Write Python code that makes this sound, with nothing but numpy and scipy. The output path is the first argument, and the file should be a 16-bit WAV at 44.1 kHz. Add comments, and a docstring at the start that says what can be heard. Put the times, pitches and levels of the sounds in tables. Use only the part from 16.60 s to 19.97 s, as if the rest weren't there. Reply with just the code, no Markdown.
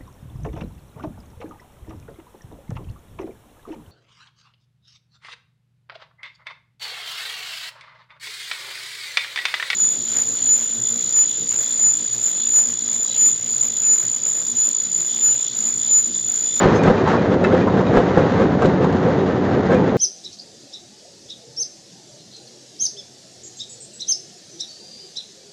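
"""Jaw crusher in a quarry

Heard from the platform. The jaw bites about 4.6 times a second: random fractures ring the steel chamber.
Big rocks break with a blow and boom, and a low sine pulse is the thump of the overloaded microphone.
Damped modes make stones clack, chips ping and rocks knock. Filtered noise rattles as gravel on the
conveyor; a diesel's harmonics and a shaking frame drone below. Gravel and pebbles weaken as the
listener turns from the jaw.
"""
import sys
import numpy as np
from scipy import signal
from scipy.fft import rfft, irfft, next_fast_len
from scipy.io import wavfile
from scipy.ndimage import uniform_filter1d, map_coordinates

SR = 44100
rng = np.random.default_rng(int(sys.argv[2]) if len(sys.argv) > 2 else 0)


def generate_wav(sig):
    """Save sig (samples, or channels by samples) to the path in sys.argv[1] as 16-bit PCM at SR."""
    pcm = np.round(np.clip(np.atleast_2d(sig).T, -1, 1) * 32767).astype(np.int16)
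    wavfile.write(sys.argv[1], SR, pcm)


N = 148617
T = np.arange(N) / SR

# Bites of the jaw. Each row: peak in seconds, rumble in dB, crunch in dB.
BITES = [(0.053, -16, -25), (0.281, -19, -17.5), (.505, -24, -17.5), (0.718, -19.5, -23), (0.938, -16, -22),
         (1.176, -15.5, -24), (1.377, -12.5, -16.5), (1.6, -17.5, -24), (1.816, -15.5, -23),
         (2.044, -14, -20), (2.243, -20.5, -25.5), (2.469, -15.5, -27), (2.691, -39, -29),
         (2.905, -23, -32), (3.128, -18.5, -18.5), (3.339, -16.5, -33)]
BITE_RISE_S, BITE_FALL_S = 0.04, 0.043
# Steel jaw housing. Each row: resonance in Hz, width in Hz, level in dB.
CHAMBER_MODES = [(160, 78, 3.5), (263, 111, 0.5), (371, 74.6, 3), (510, 65.7, 3.5), (752, 89, -5),
                 (1100, 450, -19.5)]
# Spectrum of crumbling stone. Each row: frequency in Hz, level in dB.
CRUNCH_SPECTRUM = [(150, -16.5), (500, 17.5), (900, 4), (1400, 5.5), (1950, -1.5), (2500, -12), (3700, -12),
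                   (5000, -23), (6600, -21.5), (8500, -39)]

# Big rocks breaking. Each row: start in seconds, blow in dB, low thump of the overloaded microphone in dB,
# boom of the housing in dB.
BREAKS = [(0.055, -3, -19, -15.5), (.276, 0.5, -25, -20), (.3, -3.5, -21, -31.5), (0.929, -14, -55, -14.5),
          (1.371, 0, -18, -13.5), (1.573, 1, -25, -15), (1.821, -9.5, -51, -24), (2.048, -4, -24, -16),
          (3.127, -15, -54, -9.5)]
SHATTER_DB, SHATTER_T60_S = -11.5, 0.095  # dB relative to the blow
OVERLOAD_THUMP_HZ, OVERLOAD_THUMP_SIGMA_S = 37.7, 0.01
BOOM_HZ, BOOM_WANDER_HZ, BOOM_T60_S = 518.5, 17.8, 0.34

# Rocks lurching against the chamber walls. Each row: start in seconds, level in dB, pitch in Hz.
LUMPS = [(0.026, -18, 196), (.297, -22, 355), (0.378, -15, 171), (0.536, -11.5, 247), (0.671, -12.5, 290),
         (0.866, -9.5, 386), (0.99, -9.5, 168), (1.217, -13, 179), (1.804, -16, 184), (1.837, -13, 426),
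         (2.052, -10.5, 155), (2.449, -11.5, 171), (3.094, -9, 475), (3.209, -11, 161)]
# Modes of a lurching rock. Each row: ratio to its pitch, level in dB.
LUMP_MODES = [(0.999, 2), (1.37, -9), (2.3, -11.5)]
LUMP_T60_S, LUMP_ATTACK_S = 0.13, 0.0044  # at ratio 1

# Loose stones striking. Each row: start in seconds, ring in dB, crack in dB, pitch in Hz, T60 in seconds.
STONES = [(.475, -7.5, -27, 886, 0.04), (.537, -16, -35, 1100, 0.098), (1.073, -14.5, -32.5, 1042, 0.078),
          (1.21, -17.5, -29, 1010, 0.073), (1.743, -18.5, -32.5, 890, .04),
          (2.021, -15, -23.5, 1106, 0.046), (2.245, -13, -30.5, 827, 0.041), (2.326, -18, -30, 776, .04),
          (3.145, -22.5, -26, 1644, 0.072)]
# Modes of a stone. Each row: ratio to its pitch, level in dB.
STONE_MODES = [(.62, -11), (.93, -6), (1, 0), (1.1, -6), (1.27, -10), (1.46, -11)]
# Contact of stone on stone. Each row: frequency in Hz, level in dB.
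CRACK_SPECTRUM = [(600, 8.5), (2500, 0), (4000, -1.5), (5000, -9), (7000, -7.5), (8500, -23.5)]
CRACK_T60_S = 0.047
# Sharp splinters of stone. Each row: start in seconds, level in dB.
SPLINTERS = [(0.157, -29), (.234, -19.5), (.486, -26), (0.977, -33.5), (2.056, -21)]
# A stone hits a steel bar and rebounds. Each row: start in seconds, level in dB, tilt in dB per octave.
CLANKS = [(0.8399, -20.5, 4), (0.846, -10, -4)]
# Modes of the steel bar. Each row: frequency in Hz, level in dB, T60 in seconds.
BAR_MODES = [(1389, 1, .04), (1744, -2, .045), (2040, -5, .06), (2620, -8, .045), (3900, -13, .02)]
CLANK_CRACK_DB = -24
# Pebbles: pitch and level at the middle of their spread.
PEBBLE_HZ, PEBBLE_SPREAD, PEBBLE_DB, PEBBLE_T60_S = 941, 0.28, -28, 0.035

# A stone scrapes over steel.
SCRAPE_START_S, SCRAPE_HOLD_S, SCRAPE_T60_S, SCRAPE_DB = 0.15, 0.025, 0.18, -40
# The scraped steel. Each row: resonance in Hz, width in Hz, level in dB.
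SQUEAL_MODES = [(4200, 90, -15), (5100, 28, 11), (6300, 210, 4)]
# Chips hitting steel. Each row: start in seconds, plate in dB, grate in dB.
PINGS = [(0.189, -27.5, -40), (.23, -32, -34), (.377, -33, -52), (0.577, -33, -39), (1.012, -33, -58),
         (1.1, -53, -36), (1.265, -35.5, -34), (1.611, -33.5, -35), (2.595, -57, -34.5), (3.147, -32, -48)]
PLATE_HZ, PLATE_T60_S, GRATE_HZ, GRATE_T60_S = 2430, 0.18, 3730, 0.15

# Spectrum of the gravel. Each row: frequency in Hz, level in dB.
GRAVEL_SPECTRUM = [(300, -21.5), (750, 6), (1100, 3), (1900, -1.5), (2350, -11), (3100, -13.5),
                   (3800, -14.5), (4400, -18), (5400, -23.5), (6500, -24), (7300, -29), (8500, -63.5)]
# Gain of gravel and pebbles as the listener turns. Each row: time in seconds, gain in dB.
TURN_GAIN = [(0, 10), (.25, 5.5), (.55, 6.5), (.68, 2), (1.0, 3), (1.5, 4), (1.95, 1.5), (2.6, 2),
             (3.37, 2)]
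GRAVEL_BASE_DB, GRAVEL_GRAINS_PER_S = -31, 1100
CLUMP_DB, CLUMP_KNOTS_PER_S = 1.5, 30  # unevenness of the gravel flow

# Engine harmonics. Each row: multiple of the firing rate, mean level in dB rms.
ENGINE_ORDERS = [(1, -34.5), (2, -31), (3, -33.5), (4, -32)]
FIRING_HZ = 92.85
# Thin tones of the running gear. Each row: frequency in Hz, mean level in dB rms.
GEAR_TONES = [(6366, -69.5), (6555, -71)]
# Drone of the frame. Each row: frequency in Hz, level in dB.
FRAME_SPECTRUM = [(25, -45), (45, -36.5), (66, -8), (80, -9), (100, -2), (135, -0.5), (240, 0.5), (292, -2),
                  (325, -3), (390, -1), (450, -1.5), (520, -3.5), (700, -11.5), (1000, -19.5),
                  (1400, -56.5), (2200, -110)]
FRAME_BASE_DB = -17.5
NEAR_DB, NEAR_S = 1.5, 0.26  # extra rumble while facing the jaw, and its fading time
WALL_T60_S, WALL_DB = 0.18, -8.5
CLIP_LEVEL, TOP_HZ = 0.72, 8500


def jaw():
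    """Each bite swells and fades: coarse fractures shake the housing, fine ones crunch."""
    coarse = grains(900, spread_db=3)
    fine = grains(900, spread_db=4)
    force, crumble = np.zeros(N), np.zeros(N)
    for peak_s, rumble_db, crunch_db in BITES:
        width_s = np.where(T < peak_s, BITE_RISE_S, BITE_FALL_S)
        shape = np.exp(-np.abs((T - peak_s) / width_s) ** 1.33)
        force += amp(rumble_db) * shape
        crumble += amp(crunch_db) * shape
    rumble = housing(coarse * force) / housing(coarse).std()
    crunch = unit(coloured(fine + walls(fine), CRUNCH_SPECTRUM))
    return rumble + crumble * crunch


def breaks():
    """A big rock gives way: hard blow, shattering, boom of the housing, thump of the overloaded microphone."""
    cracks = grains(2300, spread_db=3.5)
    body, burst, boom = np.zeros(N), np.zeros(N), np.zeros(N)
    knock = housing(1.0 * (T == 0))[:SR // 4]  # impulse response
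    knock = knock / np.abs(knock).max()
    for start_s, blow_db, overload_thump_db, boom_db in BREAKS:
        add(body, start_s, amp(blow_db) * knock)
        burst += amp(blow_db + SHATTER_DB) * dying(start_s, SHATTER_T60_S)
        boom += amp(boom_db) * dying(start_s, BOOM_T60_S)
        t = T - start_s - OVERLOAD_THUMP_SIGMA_S / 2
        pulse = np.exp(-0.5 * (t / OVERLOAD_THUMP_SIGMA_S) ** 2)
        body += amp(overload_thump_db) * np.sin(2 * np.pi * OVERLOAD_THUMP_HZ * t) * pulse
    shatter = housing(cracks * burst) / housing(cracks).std()
    crunch = coloured(cracks * burst, CRUNCH_SPECTRUM) / coloured(cracks, CRUNCH_SPECTRUM).std()
    boom_tone = tone(BOOM_HZ + BOOM_WANDER_HZ * wobble(100))
    return body + shatter + 0.5 * crunch + uniform_filter1d(boom, SR // 100) * boom_tone


def lumps():
    """Heavy rocks knock dully in the chamber: damped modes, each rock at its own pitch."""
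    out = np.zeros(N)
    for start_s, db, pitch_hz in LUMPS:
        for ratio, mode_db in LUMP_MODES:
            hz = pitch_hz * ratio * (1 + rng.normal(0, 0.025))
            mode = ring(hz, LUMP_T60_S / np.sqrt(ratio), LUMP_ATTACK_S / ratio)
            add(out, start_s, amp(db + mode_db) * mode)
    return out


def stones():
    """Stones ring with a sharp crack, splinters only snap, and one stone clanks on a steel bar."""
    out, cracks = np.zeros(N), np.zeros(N)
    for start_s, ring_db, crack_db, hz, t60_s in STONES:
        add(out, start_s, amp(ring_db) * clack(hz, t60_s))
        add(cracks, start_s, amp(crack_db) * crack())
    for start_s, db in SPLINTERS:
        add(cracks, start_s, amp(db) * crack())
    for start_s, db, tilt_db in CLANKS:
        for hz, mode_db, t60_s in BAR_MODES:
            octaves = np.log2(hz / BAR_MODES[0][0])
            gain = amp(db + mode_db + tilt_db * octaves)
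            add(out, start_s, gain * ring(hz, t60_s, attack_s=0.00054))
        add(cracks, start_s, amp(CLANK_CRACK_DB) * crack())
    return out + coloured(cracks, CRACK_SPECTRUM)


def pebbles(count):
    """Smaller stones tumble at random as brief rings; higher ones tend to be weaker."""
    out = np.zeros(N)
    for when, pitch, size in rng.uniform(-0.91, 1, (count, 3)):
        ratio = np.exp(2 * PEBBLE_SPREAD * pitch)
        gain = amp(PEBBLE_DB + 5 * size) / ratio
        add(out, (when + 1) / 2 * T[-1], gain * clack(PEBBLE_HZ * ratio, PEBBLE_T60_S))
    return out * turn_gain()


def scrape():
    """A stone scrapes over steel: tiny impacts excite its resonances in a brief squeal."""
    fade_s = np.maximum(T - SCRAPE_START_S - SCRAPE_HOLD_S, 0)
    stroke = (T >= SCRAPE_START_S) * amp(-60 * fade_s / SCRAPE_T60_S)
    squeal = unit(resonant(grains(1500, spread_db=3), SQUEAL_MODES))
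    return amp(SCRAPE_DB) * stroke * squeal


def steel():
    """Chips ring a plate and a grate; the grate has a close pair of modes."""
    out = np.zeros(N)
    for start_s, plate_db, grate_db in PINGS:
        plate = ring(PLATE_HZ + rng.normal(0, 8), PLATE_T60_S, attack_s=0.0021)
        add(out, start_s, amp(plate_db) * plate)
        for ratio in (1, 1.03):
            grate = ring(GRATE_HZ * ratio + rng.normal(0, 40), GRATE_T60_S, attack_s=0.002)
            add(out, start_s, amp(grate_db) / 2 * grate)
    return out


def conveyor():
    """Gravel rattles in clumps on the belt and chute: coloured grains and noise."""
    clumps = amp(CLUMP_DB * wobble(CLUMP_KNOTS_PER_S))
    impacts = grains(GRAVEL_GRAINS_PER_S, spread_db=2.0) + 1.02 * rng.standard_normal(N)
    rattle = unit(coloured(impacts * clumps, GRAVEL_SPECTRUM))
    return amp(GRAVEL_BASE_DB) * turn_gain() * rattle


def drive():
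    """Diesel firing orders, the shaking frame and thin whines of the running gear."""
    phase = 2 * np.pi * np.cumsum(FIRING_HZ * (1 + 0.008 * wobble(8))) / SR
    tones = np.zeros(N)
    for order, db in ENGINE_ORDERS:
        tones += amp(db + 2.83 * wobble(16)) * np.sin(order * phase + rng.uniform(0, 2 * np.pi))
    for hz, db in GEAR_TONES:
        tones += amp(db + 1.6 * wobble(11)) * tone(hz + 12 * wobble(50))
    near_db = NEAR_DB * np.exp(-(T / NEAR_S) ** 2)
    frame = unit(coloured(grains(3000, spread_db=2.5), FRAME_SPECTRUM))
    return np.sqrt(2) * tones + frame * amp(FRAME_BASE_DB + near_db + 0.9 * wobble(17))


def walls(x):
    """Short diffuse echoes between the steel plates: a decaying noise tail."""
    t = np.arange(SR // 3) / SR
    tail = rng.standard_normal(len(t)) * amp(-60 * t / WALL_T60_S) * (t > 0.003)
    return signal.fftconvolve(x, tail / np.linalg.norm(tail))[:N]


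def housing(x):
    """The broad resonances of the crushing chamber."""
    return resonant(x, CHAMBER_MODES)


def clack(hz, t60_s):
    """The brief ring of one stone: modes with slightly random pitch and level."""
    out = 0
    for ratio, db in STONE_MODES:
        gain = amp(db + rng.normal(0, 1))
        mode_hz = hz * ratio * (1 + rng.normal(0, 0.015))
        out = out + gain * ring(mode_hz, t60_s, attack_s=0.001)
    return out


def crack():
    """The short decaying noise of one hard contact."""
    t = np.arange(SR // 20) / SR
    return rng.standard_normal(len(t)) * amp(-60 * t / CRACK_T60_S)


def ring(hz, t60_s, attack_s):
    """One damped mode."""
    t = np.arange(SR // 4) / SR
    return np.sin(2 * np.pi * hz * t) * amp(-60 * t / t60_s) * (1 - np.exp(-t / attack_s))


def grains(rate_per_s, spread_db):
    """Random tiny impacts of uneven size and either sign, rms 1."""
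    size = amp(spread_db * np.clip(rng.standard_normal(N), -2, 2)) * rng.choice([-1, 1], N)
    return unit((rng.random(N) < rate_per_s / SR) * size)


def tone(hz):
    """A sine that follows a curve of frequency."""
    return np.sin(2 * np.pi * np.cumsum(hz) / SR)


def dying(start_s, t60_s):
    """Sudden onset and exponential decay."""
    return (T >= start_s) * 1e3 ** (-np.maximum(T - start_s, 0) / t60_s)


def turn_gain():
    """Gain of gravel and pebbles as the listener turns."""
    return amp(np.interp(T, *np.transpose(TURN_GAIN)))


def wobble(knots_per_s):
    """A smooth random curve through normally distributed knots."""
    return map_coordinates(rng.standard_normal(400), [T * knots_per_s + 2], mode="mirror")


def resonant(x, modes):
    """x through parallel band-pass resonances of alternating sign."""
    def response(f):
        total = 0
        for k, (centre, width, db) in enumerate(modes):
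            band = 1j * f * width / (centre * centre - f * f + 1j * f * width)
            total = total + (-1) ** k * amp(db) * band
        return total
    return filtered(x, response)


def coloured(x, points):
    """Causal minimum-phase filter through (Hz, dB) points."""
    def response(hz):
        f, db = np.transpose(points)
        curve_db = np.interp(np.log(hz + 1), np.log(f + 1), db)
        cepstrum = irfft(np.log(amp(curve_db)))
        half = len(cepstrum) // 2
        cepstrum[1:half] *= 2  # fold onto positive time
        cepstrum[half + 1:] = 0
        return np.exp(rfft(cepstrum))
    return filtered(x, response)


def filtered(x, response):
    """x times a complex response of frequency."""
    m = 2 * next_fast_len(N)
    return irfft(rfft(x, m) * response(np.fft.rfftfreq(m, 1 / SR)), m)[:N]


def add(out, start_s, x):
    """Mix x into out from start_s."""
    part = out[max(round(start_s * SR), 0):][:len(x)]
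    part += x[:len(part)]


def unit(x):
    """Scale to rms 1."""
    return x / np.sqrt(np.mean(x ** 2) + 1e-20)


def amp(db):
    """Decibels to gain."""
    return 10 ** (np.asarray(db) / 20)


def scene():
    """The whole plant from the platform; stones and pebbles also echo off the walls."""
    clacks = stones() + pebbles(count=130)
    crusher = jaw() + breaks() + lumps()
    loose = clacks + amp(WALL_DB) * walls(clacks) + scrape() + steel()
    return (crusher + loose + conveyor() + drive())[None]


def record(dry):
    """The loudest peaks are flattened, then a steep low-pass limits the band."""
    x = dry[0] / (1 + np.abs(dry[0] / CLIP_LEVEL) ** 8) ** (1 / 8)
    return filtered(x, lambda hz: 1 / np.sqrt(1 + (hz / TOP_HZ) ** 90))[None]


dry = scene()
out = record(dry)
generate_wav(out)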